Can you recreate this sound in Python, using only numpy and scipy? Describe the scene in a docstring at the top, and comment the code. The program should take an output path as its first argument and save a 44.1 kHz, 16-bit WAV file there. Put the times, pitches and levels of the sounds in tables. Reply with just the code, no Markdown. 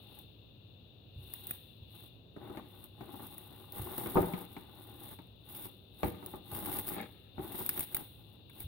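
"""A faint crackle of cling film comes first, close by on a kitchen counter, over low rumble and hiss.
The film is pulled from its cardboard box, cut and folded round a lump of dough: creases buckle in
clumps of tiny clicks with a few sharp snaps. The box is nudged; box and dough rub; hands and dough thud
softly on the counter. Small room, two unlike microphones close in, the left one hissing more."""
import sys
import numpy as np
from scipy import signal
from scipy.fft import rfft, irfft
from scipy.io import wavfile
from scipy.ndimage import uniform_filter1d

SR = 44100
rng = np.random.default_rng(int(sys.argv[2]) if len(sys.argv) > 2 else 0)


def to_wav(s):
    """Save 16-bit WAV."""
    ch = np.atleast_2d(s).T  # columns
    pcm = np.round(np.clip(ch, -1, 1) * 32767)  # PCM
    wavfile.write(sys.argv[1], SR, pcm.astype(np.int16))


N = 382684
TIME = np.arange(N) / SR
ROOM_T60_S, TREBLE_T60_S = 0.51, 0.68   # decay of the kitchen for the box and for the film's treble


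def from_db(db):
    """Decibels to gain."""
    return 10 ** (np.asarray(db) / 20)


def unit_rms(x):
    """Scale to rms 1."""
    return x / np.sqrt(np.mean(x ** 2) + 1e-20)


def unit_peak(x, size):
    """Scale so that the loudest stretch of size samples has rms 1."""
    power = np.mean(np.atleast_2d(x) ** 2, axis=0)
    return x / np.sqrt(uniform_filter1d(power, size).max() + 1e-20)


def at_bins(points, size):
    """Read a table on a log-frequency axis at the bins of an FFT of this size."""
    hz, value = np.transpose(points)
    return np.interp(np.log(np.fft.rfftfreq(size, 1 / SR) + 1e-3), np.log(hz), value)


def decay(t60, size):
    """An exponential fall of 60 dB in t60 seconds."""
    return from_db(-60 * TIME[:size] / max(t60, 1e-4))


def convolve(x, response):
    """Convolve, keeping the length."""
    return signal.fftconvolve(np.atleast_2d(x), np.atleast_2d(response), axes=-1)[:, :x.shape[-1]]


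def colour(x, spectrum, size=4096):
    """Causal (minimum-phase) filter with the given spectrum."""
    cepstrum = irfft(np.log(from_db(at_bins(spectrum, size))))
    cepstrum[1:size // 2] *= 2
    cepstrum[size // 2 + 1:] = 0
    return convolve(x, irfft(np.exp(rfft(cepstrum))))


def drift(per_s):
    """A random wander of rms 1, with per_s new values a second."""
    knots = rng.standard_normal(N)
    return unit_rms(np.interp(TIME * per_s, np.arange(N), knots))


def grains(per_s, spread_db):
    """Random clicks of uneven size, evened to a steady mean power."""
    sizes = from_db(spread_db * np.minimum(rng.exponential(1, N), 4)) * rng.choice([-1, 1], N)
    fires = rng.random(N) < per_s / SR
    return unit_rms(sizes * fires / np.sqrt(per_s))


def add(out, start_s, sound):
    """Mix a sound in at start_s."""
    start = max(int(start_s * SR), 0)
    out[:, start:start + sound.shape[-1]] += sound[..., :N - start]


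# Likeness of the room's sound at the two microphones: f/Hz, coherence
PAIR_COHERENCE = [(60, 1), (130, 0.77), (290, 0.67), (640, 0.3), (1400, 0.036)]
def diffuse(size):
    """Noise from all round the pair, alike in the bass and unrelated in the treble."""
    mid, side = rfft(rng.standard_normal((2, size)))
    alike = np.clip(at_bins(PAIR_COHERENCE, size), 0, 1)
    return unit_rms(irfft(np.sqrt(1 + alike) * mid + np.sqrt(1 - alike) * side * [[1], [-1]], size))


def kitchen(near_db, near_t60, tail_db, tail_t60, size=16384):
    """From one spot to the pair: direct sound, quick scatter off counter and hands, the room's tail."""
    near = unit_rms(diffuse(size) * decay(near_t60, size))
    tail = unit_rms(diffuse(size) * decay(tail_t60, size))
    response = (from_db(near_db) * near + from_db(tail_db) * tail) / np.sqrt(size)
    response[0, 0] += 1
    response[1, rng.integers(4, 10)] += 1   # direct sound reaches the right microphone later
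    return response / np.sqrt(np.sum(response ** 2) / 2)


# Room tone of the kitchen: f/Hz, level/dB
RUMBLE_SPECTRUM = [(20, -33), (40, -30.5), (62, -8.5), (80, -12), (103, 0.5), (140, -11.5), (300, -16.5),
                   (500, -19.5), (900, -31), (1800, -42.5), (6000, -59.5)]
def room_rumble(level_db=-57):
    """A low steady rumble all round the microphones."""
    return from_db(level_db) * unit_rms(colour(diffuse(N), RUMBLE_SPECTRUM))


# Microphone hiss, with two resonant humps: f/Hz, level/dB
HISS_SPECTRUM = [(1900, -37.5), (2350, -14.5), (2780, 2.5), (3150, -6.5), (3560, 6.5), (4100, -2),
                 (5000, -25.5), (11500, -83.5), (14000, -16)]
# Its course at the left microphone, before the swell: t/s, level/dB
HISS_LEVELS = [(2.05, -56), (2.25, -59.5), (8.0, -58.5)]
def microphone_hiss(effort_db, right_db=-9, swell=0.19):
    """Each microphone has its own hiss, which swells a little while the film is worked."""
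    busy_db = uniform_filter1d(effort_db, size=8820)
    level_db = np.interp(TIME, *np.transpose(HISS_LEVELS)) + swell * (busy_db - busy_db.mean())
    hiss = unit_rms(colour(rng.standard_normal((2, N)), HISS_SPECTRUM))
    return from_db(level_db) * hiss * from_db([[0], [right_db]])


# Low modes of the counter: f/Hz, level/dB
COUNTER_MODES = [(68, 0), (97, 1), (128, -2)]
# Hands and dough landing near the microphones: t/s, relative level/dB
THUDS = [(1.158, -44.5), (1.801, -47), (3.794, -40), (4.192, -37), (6.036, -36), (6.519, -42.5),
         (7.381, -47), (8.64, -39.5)]
def counter_thuds(level_db=1, t60=0.32, attack_s=0.02, size=16384):
    """Soft weight sets the low modes of the counter going."""
    out, t = np.zeros((2, N)), TIME[:size]
    for start_s, db in THUDS:
        swing = sum(from_db(mode_db) * np.sin(2 * np.pi * (hz * t + rng.random()))
                    for hz, mode_db in COUNTER_MODES)
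        thud = swing * decay(t60, size) * (1 - decay(attack_s, size)) ** 2
        add(out, start_s, from_db(db + level_db) * unit_peak(thud, size=352))
    return out


# Modes of the box standing on the counter: f/Hz, level/dB, t60/s
BOX_MODES = [(175.4, -3.5, 0.19), (213.4, 2.5, 0.053), (284.2, -10, 0.28), (332, -13.5, 0.05),
             (392.7, -1.5, 0.091), (481.5, -5, 0.19), (593, 0, 0.052), (802, 0.5, 0.076), (901, 3, 0.047),
             (1228, -6, 0.09)]
# Dead sound of its cardboard, close up: f/Hz, level/dB
CARDBOARD_SPECTRUM = [(25, -64.5), (55, -5), (160, 1), (370, 6.5), (520, -14), (800, -6), (1400, -16),
                      (2400, -24.5), (4000, -36), (6000, -83)]
def box(force, ring_db):
    """The cardboard answers a force with a dead broad sound and its ringing modes."""
    size = force.shape[-1]
    modes = sum(from_db(db) * rng.choice([-1, 1]) * np.sin(2 * np.pi * hz * TIME[:size])
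                * decay(t60, size) for hz, db, t60 in BOX_MODES)
    dead = unit_rms(colour(force, CARDBOARD_SPECTRUM))
    return dead + from_db(ring_db) * unit_rms(convolve(force, modes))


# Hard midrange tick, also heard in the cutter and the snaps: f/Hz, level/dB
TICK_SPECTRUM = [(300, -54), (900, 4.5), (1500, 7.5), (2250, 8.5), (3000, 0.5), (4000, 1), (5500, -26),
                 (9000, -15.5)]
# Knocks and slips of the box on the counter: t/s, relative level/dB, tick offset/dB
KNOCKS = [(2.364, -41.5, -14.5), (2.499, -41, -17), (2.572, -37.5, -11), (3.008, -40.5, -12),
          (3.14, -43, -22), (3.98, -36.5, -20), (4.06, -33.5, -9.5), (4.157, -21.5, -20),
          (4.169, -18.5, -41), (4.183, -19, -38), (4.23, -30.5, -38), (4.336, -31, -9), (4.566, -40.5, -7),
          (5.188, -46.5, -9.5), (5.656, -43.5, -13), (6.032, -24.5, -10), (6.058, -33.5, -15),
          (6.227, -43, -12), (6.338, -37, -25), (6.965, -36.5, -14), (7.381, -36, -35), (7.395, -33.5, -38),
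          (7.61, -39, -20)]
def box_knocks(body_db=-1, tick_db=2, ring_db=-5, ring_slope=0.35, usual_db=-35.5, size=16384):
    """The box is tapped or slips: a hard tick on a hollow body that rings more for harder knocks."""
    out = np.zeros((2, N))
    for start_s, db, hard_db in KNOCKS:
        force = kitchen(near_db=6, near_t60=0.065, tail_db=1, tail_t60=ROOM_T60_S)
        hollow = box(force, ring_db + ring_slope * (db - usual_db))
        body = from_db(body_db) * unit_peak(hollow, size=352)
        tick = from_db(tick_db + hard_db) * unit_peak(colour(force, TICK_SPECTRUM), size=352)
        add(out, start_s, from_db(db) * (body + tick))
    return out


def stroke_power(start_s, length_s, db, growth_db=0):
    """Power of one hand movement: it sets in, grows or eases while it lasts, lets go and settles."""
    attack_db_per_s, release_db_per_s = 256, 326
    settle_db, settle_db_per_s = -14.5, 72   # a quiet tail lingers in the room after each movement
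    progress = np.clip((TIME - start_s) / max(length_s, 1e-3), 0, 1)
    before_s, after_s = np.maximum(start_s - TIME, 0), np.maximum(TIME - start_s - length_s, 0)
    held_db = db + growth_db * (progress - 0.5)
    ending_db = np.maximum(-release_db_per_s * after_s, settle_db - settle_db_per_s * after_s)
    return from_db(np.maximum(held_db - attack_db_per_s * before_s + ending_db, -140)) ** 2


def scraping(per_s):
    """Dense uneven slips, close by with the room behind them."""
    slips = grains(per_s, spread_db=2.8) * from_db(2 * drift(per_s=60))
    return convolve(slips, kitchen(near_db=0.5, near_t60=0.03, tail_db=-3.5, tail_t60=ROOM_T60_S))


def cutter(start_s=6.98, length_s=0.064, level_db=-46.5, box_db=3):
    """The plastic slider rasps as it reaches the end of its rail, and shakes the box."""
    slips = scraping(per_s=500)
    rasp = unit_rms(colour(slips, TICK_SPECTRUM))
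    shake = from_db(box_db) * unit_rms(box(slips, ring_db=3))
    return np.sqrt(stroke_power(start_s, length_s, level_db)) * (rasp + shake)


# Hands pull, lift or fold the film at the counter, driving both rub and crackle:
# t/s, length/s, relative crackle level/dB, crackle growth/dB, relative rub level/dB
HAND_STROKES = [(0.0, 0.21, -67, 3.5, -64), (1.229, 0.31, -58, 12.5, -65.5), (1.95, 0.1, -61.5, 0.5, -66),
                (2.434, .16, -66, 4.5, -52.5), (2.652, 0.2, -67, 12, -62.5),
                (3.007, 0.25, -60.5, 16.5, -52), (3.31, 0.38, -63, -2.5, -59),
                (3.765, 0.43, -48, -0.5, -47), (4.215, 0.22, -51.5, -8, -50),
                (4.513, 0.26, -67, -16, -59.5), (4.781, 0.35, -59, 11.5, -56), (5.504, .15, -53.5, 8, -57),
                (6.038, 0.038, -48, 3.5, -53), (6.234, 0.12, -59.5, 3, -54.5), (6.535, 0.26, -43, 5.5, -45),
                (6.878, 0.065, -43, 0, -45.5), (7.433, 0.17, -49, 15.5, -47.5),
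                (7.625, 0.2, -45.5, 4.5, -55), (7.946, 0.076, -51, -3, -52), (8.203, .2, -77, -8, -69),
                (8.594, 0.023, -52.5, 3, -59)]
def dull_rub(level_db=1, growth_share=0.23):
    """Dull rubbing during each hand stroke, from the box or dough on the counter."""
    judder = unit_rms(box(scraping(per_s=900), ring_db=-11))
    power = sum(stroke_power(start_s, length_s, rub_db, growth_share * growth_db)
                for start_s, length_s, _, growth_db, rub_db in HAND_STROKES)
    return from_db(level_db) * np.sqrt(power) * judder


def hand_effort(rest_db=-93, flutter_db=0.78, flutter_per_s=14):
    """How hard the uneven pull of the hands works the film, in dB; at rest it barely crackles."""
    power = sum(stroke_power(start_s, length_s, crackle_db, growth_db)
                for start_s, length_s, crackle_db, growth_db, _ in HAND_STROKES)
    return 10 * np.log10(power + from_db(rest_db) ** 2) + flutter_db * drift(flutter_per_s)


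# Clicks of the film, close to the microphones: f/Hz, level/dB
FILM_SPECTRUM = [(200, -3.5), (900, -12.5), (2000, -12.5), (3000, -11), (3800, -13), (5000, -22.5),
                 (6200, -30.5), (7400, -22.5), (9000, -5), (12500, -3), (15400, -1.5)]
def film_crackle(effort_db, level_db=6, clicks_per_s=750, rate_slope=0.15, usual_db=-55, spots=3):
    """Working the film harder buckles more creases; they give way in clumps at several spots."""
    per_s = clicks_per_s * from_db(rate_slope * (effort_db - usual_db))
    at_pair = np.zeros((2, N))
    for _ in range(spots):
        clumps = grains(per_s, spread_db=4.2) * from_db(3.4 * drift(per_s=100))
        path = kitchen(near_db=0, near_t60=0.025, tail_db=-4, tail_t60=TREBLE_T60_S)
        at_pair += convolve(clumps, path)
    return from_db(effort_db + level_db) * unit_rms(colour(at_pair, FILM_SPECTRUM))


# Tilt that makes a snap thinner than the crackle: f/Hz, level/dB
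SNAP_TILT = [(2500, -8), (9000, -4.5)]
# Sharp snaps close by, from film creases and the click of the cutter stopping:
# t/s, relative level/dB, midrange offset/dB
SNAPS = [(.189, -47.5, -21), (1.3373, -35.5, -28), (1.4697, -36.5, -33), (1.5084, -31.5, -9),
         (2.841, -45, -22), (3.3812, -41, -30), (3.7227, -39.5, -44), (5.597, -44.5, -28),
         (6.2614, -33.5, -28), (6.7873, -33, -36), (6.8883, -30.5, -36), (7.012, -44, -6),
         (7.6629, -30, -31), (7.6919, -19, -46), (7.7757, -36.5, -3), (7.794, -28, -36), (7.8066, -27, -23),
         (7.946, -25, -17.5), (7.966, -30, -7.5), (8.496, -60, 8), (8.603, -39, -11)]
def sharp_snaps(crack_db=5, body_db=-5, run_t60=0.018, run_slope=0.37, size=16384):
    """A crease lets go or the cutter stops: a short burst that runs longer the more body it has."""
    out = np.zeros((2, N))
    for start_s, db, mid_db in SNAPS:
        t60 = run_t60 * from_db(run_slope * mid_db)
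        burst = rng.standard_normal(size) * decay(t60, size) * (1 - decay(t60 / 2, size))
        path = kitchen(near_db=-4, near_t60=0.035, tail_db=-13, tail_t60=TREBLE_T60_S)
        at_pair = convolve(burst, path)
        treble = colour(colour(at_pair, FILM_SPECTRUM), SNAP_TILT)
        crack = from_db(crack_db) * unit_peak(treble, size=176)
        body = from_db(body_db + mid_db) * unit_peak(colour(at_pair, TICK_SPECTRUM), size=176)
        add(out, start_s, from_db(db) * (crack + body))
    return out


def scene():
    """Film, box and counter close to the pair, over room tone and hiss."""
    effort_db = hand_effort()
    clicks = film_crackle(effort_db) + sharp_snaps()
    handling = box_knocks() + dull_rub() + cutter() + counter_thuds()
    return clicks + handling + room_rumble() + microphone_hiss(effort_db)


# Right microphone against the left: f/Hz, level/dB
RIGHT_MIC_RESPONSE = [(100, 0.5), (1100, -4), (2000, -2.5), (3700, -5), (6000, 2), (7400, -4),
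                      (9000, -19.5), (10300, -12.5), (12000, -9), (14000, 2.5)]
def record(dry, cutoff_hz=15750):
    """The right microphone is duller; both channels lose the very top."""
    pair = np.vstack([dry[0], colour(dry[1], RIGHT_MIC_RESPONSE)[0]])
    return signal.sosfilt(signal.ellip(10, 0.2, 70, cutoff_hz, fs=SR, output="sos"), pair)


dry = scene()
out = record(dry)
to_wav(out)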